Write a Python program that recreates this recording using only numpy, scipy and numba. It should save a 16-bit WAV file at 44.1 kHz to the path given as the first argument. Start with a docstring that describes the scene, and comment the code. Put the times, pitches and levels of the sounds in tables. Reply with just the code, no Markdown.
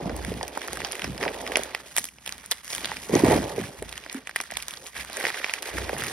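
"""A quiet room, a tray just below a phone's two microphone ports: a hand scoops, squeezes and crumbles
dry starch lumps. Lumps crack with a short ring and a bright snap, and pieces land with a dull thud.
Crumbs and dust trickle between the fingers; packed powder slips in a low crunch when it is squeezed or
shoved, and the tray hums under the hand. The starch is built from tiny damped grains and a fine hiss."""
import sys
import numpy as np
from scipy import signal
from scipy.fft import rfft, irfft, next_fast_len
from scipy.io import wavfile
from numba import njit

SR = 44100
rng = np.random.default_rng(int(sys.argv[2]) if len(sys.argv) > 2 else 0)


def master_out(mix):
    """Clip the mix to full scale and print it as 16-bit PCM to the path in sys.argv[1]."""
    frames = np.transpose(np.atleast_2d(mix))
    ceiling = np.clip(frames, -1, 1)
    pcm = np.round(ceiling * 32767).astype(np.int16)
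    wavfile.write(sys.argv[1], SR, pcm)


N = 270024
PLACES = 6  # spots on the tray, each with its own stereo phase and tail
KNOCK_HZ, UPPER_HZ = 1994, 5170  # the hollow of the cupped hand colours every break at two pitches

# lumps that crack: t/s, ring level/dB, ring f/Hz, snap level/dB
LUMP_CRACKS = [(0.096, -18.5, 1130, -58), (0.1652, -51, 4870, -22), (0.249, -18.5, 2070, -23),
               (0.3405, -23.5, 3240, -37), (0.412, -25, 1780, -52), (0.43, -14, 4500, -26),
               (0.48, -28, 2700, -22.5), (0.576, -21, 1280, -24.5), (0.618, -16, 2800, -29),
               (0.677, -37, 3970, -25), (0.683, -17, 1410, -46), (0.7317, -19, 3080, -19.5),
               (0.7558, -52, 2350, -28), (0.772, -20, 1470, -28), (0.804, -15.5, 2100, -31),
               (0.818, -21, 2000, -36), (0.8482, -10, 4300, -32), (0.871, -26, 2400, -31),
               (0.915, -17.5, 3830, -34), (0.9213, -28, 3120, -19), (0.931, -19, 3500, -38),
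               (0.954, -22, 2560, -25.5), (0.995, -19.5, 2580, -26), (1.02, -16.5, 2300, -32),
               (1.044, -9.5, 1720, -26), (1.179, -19, 2670, -32), (1.212, -17, 2110, -35),
               (1.229, -12, 1520, -50), (1.238, -16, 1800, -45), (1.253, -17.5, 1670, -51),
               (1.2803, -16.5, 2140, -48), (1.2878, -23, 1980, -49), (1.4163, -35, 5300, -29),
               (1.4658, -19, 2210, -39), (1.4761, -14.5, 3570, -27.5), (1.52, -16.5, 2000, -25),
               (1.5576, -2.5, 2520, -23), (1.5702, -13, 2200, -12), (1.6352, -22, 3480, -18.5),
               (1.749, -9.5, 2270, -23.5), (1.9658, -11.5, 3500, -10.5), (1.968, -23, 3020, -37),
               (1.9765, -14.5, 2880, -11), (1.983, -12, 1850, -10), (1.989, -24, 3200, -18),
               (1.995, -22, 3540, -20), (2.042, -30, 5200, -15), (2.0538, -42, 3800, -19),
               (2.088, -29.5, 2740, -30), (2.185, -30.5, 3080, -70), (2.2625, -19, 3230, -25.5),
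               (2.2767, -16, 2690, -22), (2.293, -24, 2690, -22), (2.3242, -16.5, 3160, -25),
               (2.381, -25.5, 3020, -33), (2.441, -29.5, 2050, -45), (2.461, -52, 4680, -27),
               (2.513, -26, 3700, -10.5), (2.5176, -5.5, 4540, -15), (2.522, -12, 4050, -16),
               (2.646, -41, 3560, -28.5), (2.679, -25.5, 2230, -28.5), (2.704, -23, 4030, -32),
               (2.712, -22, 2670, -36), (2.7316, -13.5, 3320, -23.5), (2.75, -19, 3570, -20),
               (2.7814, -18.5, 2780, -21), (2.846, -11.5, 3200, -31), (2.857, -12.5, 3400, -25),
               (2.9172, -20.5, 1930, -39), (2.969, -16.5, 3100, -32), (3.1529, -7, 5300, -35),
               (3.2467, -15, 1340, -21), (3.8256, -25, 2040, -27), (3.893, -29, 2910, -27.5),
               (3.927, -17.5, 3270, -25.5), (3.9568, -30, 2200, -36), (3.978, -24, 2430, -27),
               (4.039, -29, 2470, -50), (4.063, -27.5, 2110, -42), (4.098, -19.5, 3760, -56),
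               (4.128, -59, 3570, -25), (4.145, -26, 1760, -27.5), (4.171, -33, 2000, -40),
               (4.273, -20, 2070, -27), (4.2946, -24.5, 2080, -30.5), (4.312, -27, 2170, -48),
               (4.361, -10.5, 2210, -18), (4.3644, -15, 2920, -21.5), (4.368, -21, 2200, -34),
               (4.403, -14.5, 2160, -29), (4.4123, -19.5, 4950, -17.5), (4.4383, -29, 2230, -33),
               (4.505, -25, 2190, -45), (4.5123, -20.5, 2620, -26), (4.5203, -20, 2420, -38),
               (4.5385, -21, 2410, -34), (4.5564, -25, 2360, -49), (4.5709, -12, 4000, -16),
               (4.6028, -24, 2830, -37), (4.6248, -18.5, 3580, -22.5), (4.683, -14, 3840, -18),
               (4.7089, -25, 3550, -23), (4.738, -21, 3580, -30), (4.773, -27, 4170, -44),
               (4.865, -20, 3500, -44), (4.871, -36, 4400, -29), (4.8845, -36, 3600, -43),
               (5.0485, -27, 2050, -29), (5.099, -29, 1780, -33), (5.123, -25, 2300, -40),
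               (5.131, -20.5, 3170, -27), (5.17, -24, 2000, -21), (5.201, -15, 2390, -24),
               (5.241, -22, 1910, -45), (5.253, -11, 2160, -43), (5.268, -11.5, 1820, -39),
               (5.2957, -18, 2630, -30), (5.303, -15, 1920, -26), (5.344, -19.5, 1710, -49),
               (5.4445, -12, 2270, -58), (5.4648, -19, 1950, -43), (5.485, -25, 2700, -37),
               (5.496, -15, 2960, -36), (5.5375, -10, 2210, -15.5), (5.5856, -25, 2400, -45),
               (5.624, -20, 4080, -20), (5.6283, -17.5, 2670, -24), (5.7832, -16, 1450, -40),
               (5.894, -13, 1820, -27), (5.983, -37, 2950, -22.5), (6.0218, -13.5, 1440, -42),
               (6.038, -11.5, 2030, -18.5), (6.068, -25, 2970, -25)]
def cracks():
    """A lump splits: a sagging ring, a hollow knock (strongest near the hand's pitch), a snap, splinters."""
    t, ring_db, hz, snap_db = np.transpose(LUMP_CRACKS)
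    place = np.arange(len(t)) % PLACES
    pan_db = 3 * (rng.random(len(t)) - .5)
    knock_db = ring_db - 8.5 - 7.8 * np.abs(np.log2(hz / KNOCK_HZ))
    ring = bursts(t, ring_db + 4, hz, place, pan_db,
                  count=6, spread_s=.0003, octaves=.8, cycles=1.11, sag=.08)
    knock = bursts(t, knock_db, KNOCK_HZ, place, pan_db,
                   count=2, spread_s=.00027, octaves=.16, cycles=1.7)
    upper = bursts(t, ring_db - 9.5, UPPER_HZ, place, pan_db,
                   count=3, spread_s=.00028, octaves=.21, cycles=2.85)
    snap = bursts(t, snap_db + 11.5, 10300, place, pan_db,
                  count=10, spread_s=.00034, octaves=1.15, cycles=1.48)
    splinters = bursts(t + .003, ring_db - 13, 1.1 * hz, place, pan_db,
                       count=10, spread_s=.002, octaves=1.8, cycles=1.4)
    return ring + knock + upper + snap + splinters


def spills():
    """Every crack sheds a short spill: dB envelopes for crumbs and dust."""
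    t, ring_db, _, snap_db = np.transpose(LUMP_CRACKS)
    return [swells(t, 0 * t, db, rise_s=.0072, fall_s=.03) for db in (ring_db - 24.5, snap_db - 28)]


# a fistful crushed or scraped at once: t/s, hold/s, crumb level/dB, squeeze level/dB
FISTFULS = [(0.067, 0.041, -66, -25), (0.636, 0.014, -38, -32.5), (1.22, 0.088, -40, -23),
            (2.68, 0.088, -51.5, -61), (2.84, 0.02, -42, -40), (3.134, 0.076, -31.5, -17.5),
            (3.25, 0.11, -29.5, -13), (3.592, 0.048, -40, -36), (4.12, 0.074, -43, -42),
            (4.957, 0.067, -35.5, -42), (5.169, 0.12, -34, -32), (5.359, 0.042, -38, -35),
            (5.664, 0.034, -32, -49), (5.74, 0.049, -34.5, -36.5), (5.99, 0.022, -33.5, -36)]
def crunches():
    """A fistful gives way in one quick swell: dB envelopes for crumbs and squeeze."""
    t, hold_s, *levels = np.transpose(FISTFULS)
    return [swells(t, hold_s, db, rise_s=.016, fall_s=.016) for db in levels]


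# fingers working the powder: t/s, crumb level/dB, dust level/dB, squeeze level/dB
FINGERWORK = [(0, -43, -58, -26), (.33, -41.5, -51.5, -36), (.52, -43, -56, -35), (.9, -36.5, -50, -34.5),
              (1.12, -42, -52, -38), (1.5, -38, -50.5, -25), (1.7, -41, -56, -37.5),
              (1.94, -48.5, -53.5, -50), (2.17, -59.5, -64, -73), (2.3, -49, -56, -49),
              (2.62, -51, -60, -67), (2.72, -41, -40, -48.5), (2.88, -32.5, -48.5, -41.5),
              (3.04, -43.5, -48.5, -41.5), (3.45, -35.5, -45.5, -24), (3.66, -42, -51.5, -35),
              (3.76, -48, -55.5, -42), (3.98, -41.5, -53.5, -47), (4.25, -53, -68, -52.5),
              (4.55, -44.5, -57.5, -60), (4.86, -46, -49.5, -40.5), (4.91, -65, -62, -65),
              (5.1, -39, -52.5, -44.5), (5.49, -32.5, -46.5, -48), (5.61, -46, -63, -38),
              (5.85, -35.5, -47, -31), (6.12, -34, -43, -33)]
def rubbing(crush_db, press_db):
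    """The fingers keep crumbs, dust and squeeze running; crunches and spills ride on these dB envelopes."""
    crumb_db, dust_db, squeeze_db = curves(FINGERWORK, np.arange(N) / SR)
    spilt_crumb_db, spilt_dust_db = spills()
    return (power_db(crumb_db, crush_db, spilt_crumb_db),
            power_db(dust_db, crush_db - 9.5, spilt_dust_db),
            power_db(squeeze_db, press_db))


def crumbs(crumb_db, dust_db, crush_db):
    """Crumbs tick with a body and a dusty edge over fine hiss; a crushed fistful rings in the hand."""
    t, db, place, pan_db, tone = trickle(per_s=600, scatter_db=1, top_db=7.5)
    hz = 2300 * 2 ** (2.2 * (tone - .5))
    body = bursts(t, db, hz, place, pan_db, count=5, spread_s=.0009, octaves=.8, cycles=1.7)
    edge = bursts(t, db + 7.8 * tone, 9500, place, pan_db,
                  count=6, spread_s=.0012, octaves=1.6, cycles=.5)
    hiss = rng.standard_normal((PLACES, N))
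    hollow = unit(band(body + undb(2) * hiss * body.std(), .76 * KNOCK_HZ, 1.384 * KNOCK_HZ))
    body = unit(unit(body) + undb(-3.5) * unit(band(hiss, 920, 5480)))
    edge = unit(unit(edge) + undb(-2.5) * unit(band(hiss, 4450, 14200)))
    grit = undb(crumb_db - 10) * body + undb(dust_db - 3) * edge + undb(crush_db - 19) * hollow
    return undb(2.2 * drift(knots=300)) * grit  # in fits, as the fingers stick and slip


# pieces that drop or slip on the heap: t/s, level/dB, f/Hz
FALLING_PIECES = [(0.1, -24, 504), (0.283, -22.5, 224), (0.32, -20.5, 455), (0.4126, -20, 904),
                  (0.4344, -16.5, 900), (0.575, -17, 876), (0.734, -23, 814), (0.849, -19.5, 840),
                  (1.239, -12, 745), (1.264, -12.5, 660), (1.572, -10, 693), (1.595, -16, 690),
                  (1.987, -30.5, 650), (2.522, -31, 610), (2.919, -20.5, 870), (3.098, -17.5, 440),
                  (3.14, -9.5, 456), (3.158, -3.5, 392), (3.238, -7.5, 350), (3.287, -5, 473),
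                  (3.312, -8, 637), (3.332, -7, 630), (3.358, -8, 390), (3.378, -12.5, 540),
                  (3.583, -16.5, 456), (3.6, -20, 342), (3.824, -17.5, 564), (4.064, -29, 790),
                  (4.4055, -23.5, 870), (4.523, -28.5, 696), (5.1, -25, 820), (5.242, -17, 714),
                  (5.269, -24, 700), (5.758, -21.5, 336), (5.897, -17.5, 760), (5.933, -14, 410)]
def thuds():
    """Soft pieces land on powder: a dull blow that crumbles away."""
    t, db, hz = np.transpose(FALLING_PIECES)
    place = np.arange(len(t)) % PLACES
    blow = bursts(t - .0008, db + 2, hz, place,
                  count=7, spread_s=.001233, octaves=.26, cycles=1.3, sag=.19)
    crumble = bursts(t + .00597, db - 4.5, hz, place, count=10, spread_s=.00455, octaves=.51, cycles=.55)
    return band(blow + crumble, 215, 3100)


# a soft lump and its bounce: t/s, level/dB
LUMP_PLOPS = [(4.149, -22.5), (4.173, -30)]
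def plops():
    """A soft lump hits the tray with a round, low blow."""
    t, db = np.transpose(LUMP_PLOPS)
    return band(bursts(t, db, hz=260, place=0, count=1, spread_s=0, octaves=0, cycles=2.3), 210, 480)


def slips(lo_hz, hi_hz, per_s):
    """Packed powder gives way in dense, dull one-cycle slips."""
    t, db, place, _, tone = trickle(per_s, scatter_db=3.5, top_db=14)
    hz = lo_hz * (hi_hz / lo_hz) ** tone
    grains = bursts(t, db, hz, place, count=2, spread_s=.00111, octaves=.64, cycles=.76)
    grains = band(grains, .9 * lo_hz, 1.6 * hi_hz)
    return unit(band(grains, .5 * lo_hz, 1.15 * hi_hz))


def heap(squeeze_db, shove_db):
    """Squeezed powder crunches; the whole heap rumbles deeper when it is shoved."""
    crunch = undb(squeeze_db - 16) * slips(354, 1120, per_s=1400)
    rumble = undb(shove_db - 19) * slips(117, 357, per_s=400)
    return crunch + rumble


# the hand bumps and shoves the heap: t/s, hold/s, heap level/dB, tray level/dB
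HEAP_SHOVES = [(0.036, 0.061, -23.5, -33), (0.126, 0.086, -41, -29), (0.276, 0.077, -23.5, -33.5),
               (0.697, 0.12, -37.5, -43.5), (1.056, 0.047, -22.5, -33.5), (1.233, 0.38, -41, -45),
               (1.975, 0.021, -41, -56), (2.29, .06, -43, -51), (2.756, 0.24, -39, -48),
               (3.123, 0.12, -18.5, -42), (3.238, 0.13, -14, -29), (3.548, 0.085, -28, -50),
               (3.795, 0.067, -42, -38.5), (4.543, 0.023, -45, -46), (4.98, 0.012, -38.5, -42.5),
               (5.746, 0.077, -40, -29), (5.953, 0.11, -30.5, -57)]
def shoves():
    """A shove stirs the heap and, a little longer, the tray: dB envelopes over a faint resting floor."""
    t, hold_s, shove_db, tray_db = np.transpose(HEAP_SHOVES)
    return (power_db(-51.5, swells(t, hold_s, shove_db, rise_s=.018, fall_s=.052)),
            power_db(-57.5, swells(t, hold_s, tray_db, rise_s=.018, fall_s=.087)))


# the tray's low modes: f/Hz, waver/Hz, relative level/dB
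TRAY_MODES = [(58.6, 2.9, 24), (78.5, 8.6, 18.5)]
def tray(tray_db):
    """The tray hums when the hand leans on it; each mode wavers around its pitch."""
    hum = 0
    for hz, waver_hz, db in TRAY_MODES:
        pitch = hz + waver_hz * drift(knots=120)
        hum = hum + undb(db) * np.sin(2 * np.pi * np.cumsum(pitch) / SR)
    rumble = unit(band(rng.standard_normal((2, N)), 11, 270))  # loose, and different at each port
    return undb(tray_db - 7) * (unit(hum) + undb(-5) * rumble)


def echoes(x, t60_s, db):
    """Tray, heap and walls send back a short diffuse tail."""
    t = np.arange(int(t60_s * SR)) / SR
    tail = rng.standard_normal((1, PLACES, len(t))) * 1000. ** (-t / t60_s)
    tail *= undb(db) / np.sqrt(np.sum(tail ** 2, axis=-1, keepdims=True))
    return x + signal.fftconvolve(x, tail, axes=-1)[..., :N]


def room():
    """A faint, steady bed of air."""
    return undb(-79) * unit(band(rng.standard_normal((PLACES, N)), 200, 9000))


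# the two ports: f/Hz, right phase lead/rad, phase spread over places/rad, left minus right/dB, colour/dB
PORT_RESPONSE = [(0, 0, .12, 0, 0), (250, .2, .28, -1.2, 0), (500, .5, .55, -2.5, 0), (900, .9, .9, -4, 0),
                 (1300, .3, 1.1, -3, -5), (1900, -.05, .8, -2.4, 1), (2300, -.2, 1.3, -3.5, 0),
                 (2700, -.6, 2.0, -6, -1.5), (4500, -.4, 1.5, -4.5, 0), (5300, -.6, .55, -2.3, 0),
                 (6300, -2.0, .55, 0, 2), (7300, -3.15, .35, -.3, 0), (10500, -6.3, .5, -.3, 0),
                 (13700, -9.5, .6, -.6, -6), (15600, -11.9, 1.0, -.4, -12), (16100, -12.4, 1.0, -.4, -22),
                 (17000, -13.5, 1.0, -.4, -26)]
def ports(x):
    """Mixes the places to stereo: treble reaches the right port late, and each place has its own phase."""
    size = next_fast_len(N + 512)
    f = np.fft.rfftfreq(size, 1 / SR)
    lead, spread, pan_db, colour_db = curves(PORT_RESPONSE, f)
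    knots = rng.standard_normal((PLACES, 24))
    knots = (knots - knots.mean(axis=0)) / knots.std(axis=0)
    wander = np.array([np.interp(f, np.linspace(0, SR / 2, len(k)), k) for k in knots])
    left, right = rfft(x, size)
    right = right * np.exp(1j * (lead + spread * wander))
    left = left.sum(axis=0) * undb(colour_db + pan_db / 2)
    right = right.sum(axis=0) * undb(colour_db - pan_db / 2)
    return irfft(np.array([left, right]), size)[:, :N]


def bursts(t, db, hz, place, pan_db=0, *, count, spread_s, octaves, cycles, sag=0):
    """Each break is a quick run of scattered grains that builds and dies; sag lowers the later ones."""
    chance = rng.random((len(t), count, 5))
    late = -np.log((1 - chance[..., 0]) * (1 - chance[..., 4]))
    detune = octaves * (chance[..., 1] - .5) - sag * (late - 1)
    pitch = np.clip(np.reshape(hz, (-1, 1)) * 2 ** detune, 40, .4 * SR)
    size = np.sign(chance[..., 2] - .5) * (.54 + chance[..., 3]) * late * np.exp(-late)
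    size *= undb(db)[:, None] / np.sqrt(np.sum(size ** 2, axis=1, keepdims=True))  # shared energy
    start_s = t[:, None] + spread_s * (late - 1) - .5 / pitch
    start = (start_s * SR).astype(np.int64).clip(0, N - 1)
    per_grain = lambda v: np.repeat(np.broadcast_to(v, len(t)), count)
    left, right = per_grain(undb(pan_db / 2)), per_grain(undb(-pan_db / 2))
    return ring_grains(per_grain(place), start.ravel(), pitch.ravel(), cycles, size.ravel(), left, right)


@njit
def ring_grains(place, start, hz, cycles, size, left, right):
    """Each grain is a damped sine that falls to 1/e in so many cycles."""
    out = np.zeros((2, PLACES, N))
    for k in range(len(hz)):
        pole = np.exp((2j * np.pi - 1 / cycles) * hz[k] / SR)
        swing = size[k] + 0j
        for i in range(start[k], min(start[k] + int(6 * cycles * SR / hz[k]), N)):
            out[0, place[k], i] += left[k] * swing.imag
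            out[1, place[k], i] += right[k] * swing.imag
            swing *= pole
    return out


def trickle(per_s, scatter_db, top_db):
    """Random ticks, many small and a few larger: t/s, level/dB, place, pan/dB, tone (0 to 1)."""
    when, size, where, pan, tone = rng.random((int(per_s * N / SR), 5)).T
    db = np.minimum(-scatter_db * np.log(1 - size), top_db)
    return when * N / SR, db, (where * PLACES).astype(np.int64), 4 * (pan - .5), tone


def swells(starts, hold_s, db, rise_s, fall_s):
    """The dB envelope of events that rise, hold and die away."""
    t, power = np.arange(0, N, 32) / SR, 1e-12
    for start, hold, gain in zip(starts, hold_s, undb(db)):
        attack = np.minimum((t - start) / rise_s, 0)
        release = np.maximum(t - start - hold, 0) / fall_s
        power = power + (gain * np.exp(attack - release)) ** 2
    return np.interp(np.arange(N) / SR, t, 10 * np.log10(power))


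def curves(table, axis):
    """Each later column drawn as a curve over the first."""
    points, *columns = np.transpose(table)
    return [np.interp(axis, points, c) for c in columns]


def drift(knots):
    """A slow random wobble."""
    return np.interp(np.arange(N), np.linspace(0, N, knots), rng.standard_normal(knots))


def power_db(*layers_db):
    """Levels of unrelated sounds add as powers."""
    return 10 * np.log10(sum(undb(db) ** 2 for db in layers_db))


def undb(db):
    return 10 ** (np.asarray(db) / 20)


def unit(x):
    """Scaled to rms 1."""
    return x / np.sqrt(np.mean(x ** 2))


def band(x, lo_hz, hi_hz):
    """Band-pass with gentle skirts."""
    return signal.sosfilt(signal.butter(2, [lo_hz, hi_hz], "band", fs=SR, output="sos"), x)


def scene():
    """Brittle breaks up front, soft blows and the heap below, room air and tray hum behind."""
    crush_db, press_db = crunches()
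    crumb_db, dust_db, squeeze_db = rubbing(crush_db, press_db)
    shove_db, tray_db = shoves()
    brittle = cracks() + crumbs(crumb_db, dust_db, crush_db)
    brittle = band(brittle, 510, .45 * SR)  # small pieces radiate no bass
    starch = brittle + thuds() + plops() + heap(squeeze_db, shove_db)
    return ports(echoes(starch, t60_s=.03, db=-12) + room()) + tray(tray_db)


def record(dry):
    """The phone drops the deepest bass and cuts the top."""
    x = signal.sosfilt(signal.butter(4, 50, "high", fs=SR, output="sos"), dry)
    return signal.sosfilt(signal.ellip(10, .2, 80, 16900, fs=SR, output="sos"), x)


dry = scene()
out = record(dry)
master_out(out)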